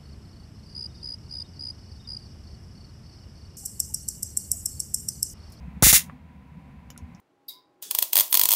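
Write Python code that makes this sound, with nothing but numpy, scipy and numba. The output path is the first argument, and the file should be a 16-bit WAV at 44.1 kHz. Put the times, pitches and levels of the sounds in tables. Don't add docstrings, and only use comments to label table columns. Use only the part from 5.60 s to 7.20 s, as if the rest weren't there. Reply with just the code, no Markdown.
import sys
import numpy as np
from scipy import signal
from scipy.fft import rfft, irfft
from scipy.io import wavfile
from scipy.ndimage import uniform_filter1d, minimum_filter1d
from numba import njit

SR = 44100
rng = np.random.default_rng(int(sys.argv[2]) if len(sys.argv) > 2 else 0)


def transcribe(u):
    v = np.clip(np.atleast_2d(u).T, -1, 1)
    q = np.round(v * 32767).astype(np.int16)
    wavfile.write(sys.argv[1], SR, q)


N = 70560


def undb(db):
    return 10 ** (np.asarray(db) / 20)


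def unit(x):
    return x / np.sqrt(np.mean(x ** 2))


def fade(t, t60_s):
    return np.exp(-np.log(1000) * np.maximum(t, 0) / t60_s)


def bell(t, spread_s):
    return np.exp(-(t / spread_s) ** 2)


def convolve(x, response):
    return signal.fftconvolve(x, response)[:N]


def colour(x, points):
    hz, db = np.array(points, float).T
    freq_hz = np.maximum(np.fft.rfftfreq(2 * N, 1 / SR), 1)
    gain = unit(undb(np.interp(np.log(freq_hz), np.log(hz), db)))
    cepstrum = irfft(np.log(gain))
    cepstrum[1:N] *= 2
    cepstrum[N + 1:] = 0
    response = np.exp(rfft(cepstrum))
    return irfft(rfft(x, 2 * N) * response)[:N]


def resonate(x, modes):
    t = np.arange(N) / SR
    ring = np.zeros(N)
    for hz, width_hz, db in modes:
        envelope = width_hz ** 2 * t * np.exp(-np.pi * width_hz * t)
        ring += undb(db) * envelope * np.sin(2 * np.pi * hz * t)
    return convolve(x, ring / np.linalg.norm(ring))


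def at(x, start_s):
    return np.concatenate([np.zeros(int(max(start_s, 0) * SR)), x])[:N]


def room_tone(t):
    # freq_hz, relative_db
    air_colour = [(160, -23), (280, -11.5), (360, -5.5), (450, -10.5), (520, -5), (620, -8), (780, -2.5),
                  (870, -8.5), (1020, -1), (1120, -11), (1800, -12), (2050, -9), (2600, -13), (3000, -20.5),
                  (4000, -24.5), (5600, -31.5), (15500, -37)]
    # freq_hz, relative_db
    rumble_colour = [(22, -35), (45, -13.5), (58, -5.5), (74, 0), (98, -12), (135, -5), (160, -2.5),
                     (200, -7), (250, -5.5), (310, -22.5), (450, -44.5)]
    # freq_hz, width_hz, level_db
    hum_bands = [(74, 8.6, -60), (481, 42, -73.5), (782, 25, -75.5), (981.5, 45, -68)]
    # time_s, gain_db
    background_level = [(0, 2.5), (.2, 2.5), (.5, 3.5), (.6, -1.5), (.87, -1), (.95, -0.5), (1.1, 0.5),
                        (1.22, -0.5), (1.4, 0.5), (1.6, 0.5)]
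    air_db, rumble_db = -59.5, -47.5

    air = undb(air_db) * colour(rng.standard_normal(N), air_colour)
    rumble = undb(rumble_db) * colour(rng.standard_normal(N), rumble_colour + [(2000, -88)])
    hum = np.zeros(N)
    for hz, width_hz, db in hum_bands:
        hum += undb(db) * unit(resonate(rng.standard_normal(N), [(hz, width_hz, 0)]))
    times_s, gains_db = np.array(background_level).T
    return (air + rumble) * undb(np.interp(t, times_s, gains_db)) + hum


def bumps(t):
    # centre_s, pitch_hz, spread_s, level_db
    bump_events = [(0.057, 63.7, 0.063, -36), (.085, 162, 0.0078, -30.5), (0.162, 67.5, 0.027, -40),
                   (.172, 188, 0.0076, -31.5), (0.471, 74, 0.091, -46.5), (.485, 185, 0.019, -44),
                   (.62, 75.45, 0.016, -40.5), (0.786, 71.7, 0.041, -44.5), (.978, 173.7, 0.0087, -33.5),
                   (1.272, 68.5, 0.029, -42), (1.438, 80, 0.019, -33.5), (1.551, 183, 0.004, -34.5)]
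    out = np.zeros(N)
    for centre_s, hz, spread_s, db in bump_events:
        since = t - centre_s
        out += undb(db) * bell(since, spread_s) * np.sin(2 * np.pi * hz * since)
    return out


def knocks(t):
    # start_s, pitch_hz, level_db, t60_s
    knock_events = [(0.4977, 1185, -21.5, 0.0055), (1.3620, 1400, -37, 0.012)]
    overtone_ratio, overtone_db, rise_s = 1.43, -7, 0.00048
    out = np.zeros(N)
    for start_s, hz, db, t60_s in knock_events:
        phase = 2 * np.pi * hz * t
        tone = np.sin(phase) + undb(overtone_db) * np.sin(overtone_ratio * phase)
        envelope = fade(t, t60_s) * (1 - np.exp(-t / rise_s))
        out += at(undb(db) * tone * envelope, start_s)
    return out


def clicks(t):
    # start_s, level_db, contact_s, tick_hz, snap_db, scrape_db
    click_events = [(1.3026, -38, 0.0029, 6150, -10, -1.5), (1.3769, -29.5, 0.00089, 6380, 1.5, -30),
                    (1.5490, -43, 0.0007, 5430, -29, -19.5)]
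    # freq_hz, width_hz, relative_db
    plastic_modes = [(9400, 1500, 22.5), (10240, 970, 21), (12000, 2700, -13)]
    # freq_hz, relative_db
    scrape_colour = [(300, 22), (1000, 16), (2800, 14.5), (4000, 11), (8500, -30), (12000, 15.5),
                     (15500, 2)]
    contact_rise_s = 0.00018
    tick_width_hz = 1400
    low_mode = (2960, 300, -10)  # freq_hz, width_hz, relative_db

    out = np.zeros(N)
    for start_s, db, contact_s, tick_hz, snap_db, scrape_db in click_events:
        envelope = bell(t, contact_s) * (1 - bell(t, contact_rise_s))
        contact = rng.choice([-1., 1.], N) * envelope
        tick = resonate(contact, [(tick_hz, tick_width_hz, 0), low_mode])
        snap = undb(snap_db) * resonate(contact, plastic_modes)
        scrape = undb(scrape_db) * colour(contact, scrape_colour)
        out += at(undb(db) * (tick + snap + scrape), start_s)
    return out


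def handling(t):
    # freq_hz, relative_db
    room_colour = [(500, 2), (2000, 5.5), (4800, 7), (6500, 6), (9500, -5), (15000, 7.5)]
    room_db, room_t60_s, echo_delay_s = -5, 0.076, .002
    tail = rng.standard_normal(N) * fade(t, room_t60_s) * (t > echo_delay_s)
    room = colour(tail, room_colour)
    direct = knocks(t) + clicks(t)
    echo = undb(room_db) * convolve(direct, room / np.linalg.norm(room))
    return direct + echo + bumps(t)


def spark_snap(t, arc):
    level_db, t60_s, low_cut_hz = 4, .007, 5150
    high_pass = signal.butter(2, low_cut_hz, "high", fs=SR, output="sos")
    return undb(level_db) * signal.sosfilt(high_pass, arc * fade(t, t60_s))


def spark_echo(t, diffuse, distinct, arc):
    # freq_hz, relative_db
    crack_colour = [(250, -23), (500, -31.5), (850, -15.5), (1500, -9), (2070, 0.5), (2520, -3.5),
                    (2710, 1.5), (2900, -3.5), (3800, 1.5), (4300, -2), (5700, 2), (6250, 2.5), (6750, 5.5),
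                    (7900, 3), (8300, -1), (8900, 5.5), (9550, 6.5), (10800, 2.5), (15500, 2)]
    # freq_hz, width_hz, relative_db
    ring_modes = [(2058, 121.3, -1.5), (2718, 70, 4), (6694, 260, 1), (9514, 282, 2)]
    level_db, rings_db = 7.5, -12.5
    distinct_share = 0.73
    split_hz, mids_t60_s, treble_t60_s = 3500, 0.14, .122

    reflections = np.sqrt(1 - distinct_share) * diffuse + np.sqrt(distinct_share) * distinct
    echo = colour(reflections, crack_colour) + undb(rings_db) * resonate(arc, ring_modes)
    mids = signal.sosfiltfilt(signal.butter(1, split_hz, fs=SR, output="sos"), echo)
    treble = echo - mids
    return undb(level_db) * (mids * fade(t, mids_t60_s) + treble * fade(t, treble_t60_s))


def spark_pop(t, noise):
    # freq_hz, relative_db
    body_colour = [(100, 5.5), (250, -3), (480, -6.5), (820, 1.5), (1050, -5.5), (1450, 1), (3000, -25.5),
                   (12000, -56.5)]
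    level_db, peak_s, spread_s = 0.5, 0.0048, 0.0055
    return undb(level_db) * colour(noise * bell(t - peak_s, spread_s), body_colour)


def spark_thump(t):
    start_hz, end_hz, sink_s, rise_s = 280.5, 47.6, .0065, 0.0018
    thump_db, thump_t60_s, boom_db, boom_t60_s = 20.5, 0.02, 3, 0.1
    hz = end_hz + (start_hz - end_hz) * np.exp(-t / sink_s)
    decay = undb(thump_db) * fade(t, thump_t60_s) + undb(boom_db) * fade(t, boom_t60_s)
    swell = decay * (1 - bell(t, rise_s))
    return -swell * np.sin(2 * np.pi * np.cumsum(hz) / SR)


def sparks(t):
    # start_s, crack_db, pop_db, thump_db
    discharges = [(0.2243, 6, 9, 5), (0.2646, 1.5, -6.5, -9), (0.3274, -0.5, -6.5, -16)]
    echoes_per_s = 2000
    diffuse, sizes, pop_noise, arc = rng.standard_normal((4, N))
    distinct = unit(np.sign(sizes) * (rng.random(N) < echoes_per_s / SR))
    crack = spark_snap(t, arc) + spark_echo(t, diffuse, distinct, arc)
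    pop, thump = spark_pop(t, pop_noise), spark_thump(t)
    out = np.zeros(N)
    for start_s, crack_db, pop_db, thump_db in discharges:
        out += at(undb(crack_db) * crack + undb(pop_db) * pop + undb(thump_db) * thump, start_s)
    return out


def scene():
    t = np.arange(N) / SR
    return (sparks(t) + handling(t) + room_tone(t))[None]


@njit
def hold_peaks(level, keep):
    out, held = np.empty(len(level)), 0.
    for i in range(len(level)):
        held = max(level[i], held * keep + level[i] * (1 - keep))
        out[i] = held
    return out


def record(dry):
    top_hz, ceiling = 15700, .95
    limit_db, sense_s, release_s, look_ahead_s = -9, 0.0013, 0.00088, .0015
    treble_cut = signal.ellip(12, .2, 90, top_hz, fs=SR, output="sos")
    x = signal.sosfilt(treble_cut, dry[0])
    power = uniform_filter1d(x ** 2, max(int(sense_s * SR), 1))
    level = np.sqrt(np.abs(power))
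    held = hold_peaks(level, np.exp(-1 / (release_s * SR)))
    limit = undb(limit_db)
    ahead = int(look_ahead_s * SR)
    lowest_gain = minimum_filter1d(limit / np.maximum(held, limit), ahead)
    gain = uniform_filter1d(lowest_gain, ahead)
    rounded = ceiling * np.tanh(x * gain / ceiling)
    return signal.sosfiltfilt(treble_cut, rounded)[None]


dry = scene()
out = record(dry)
transcribe(out)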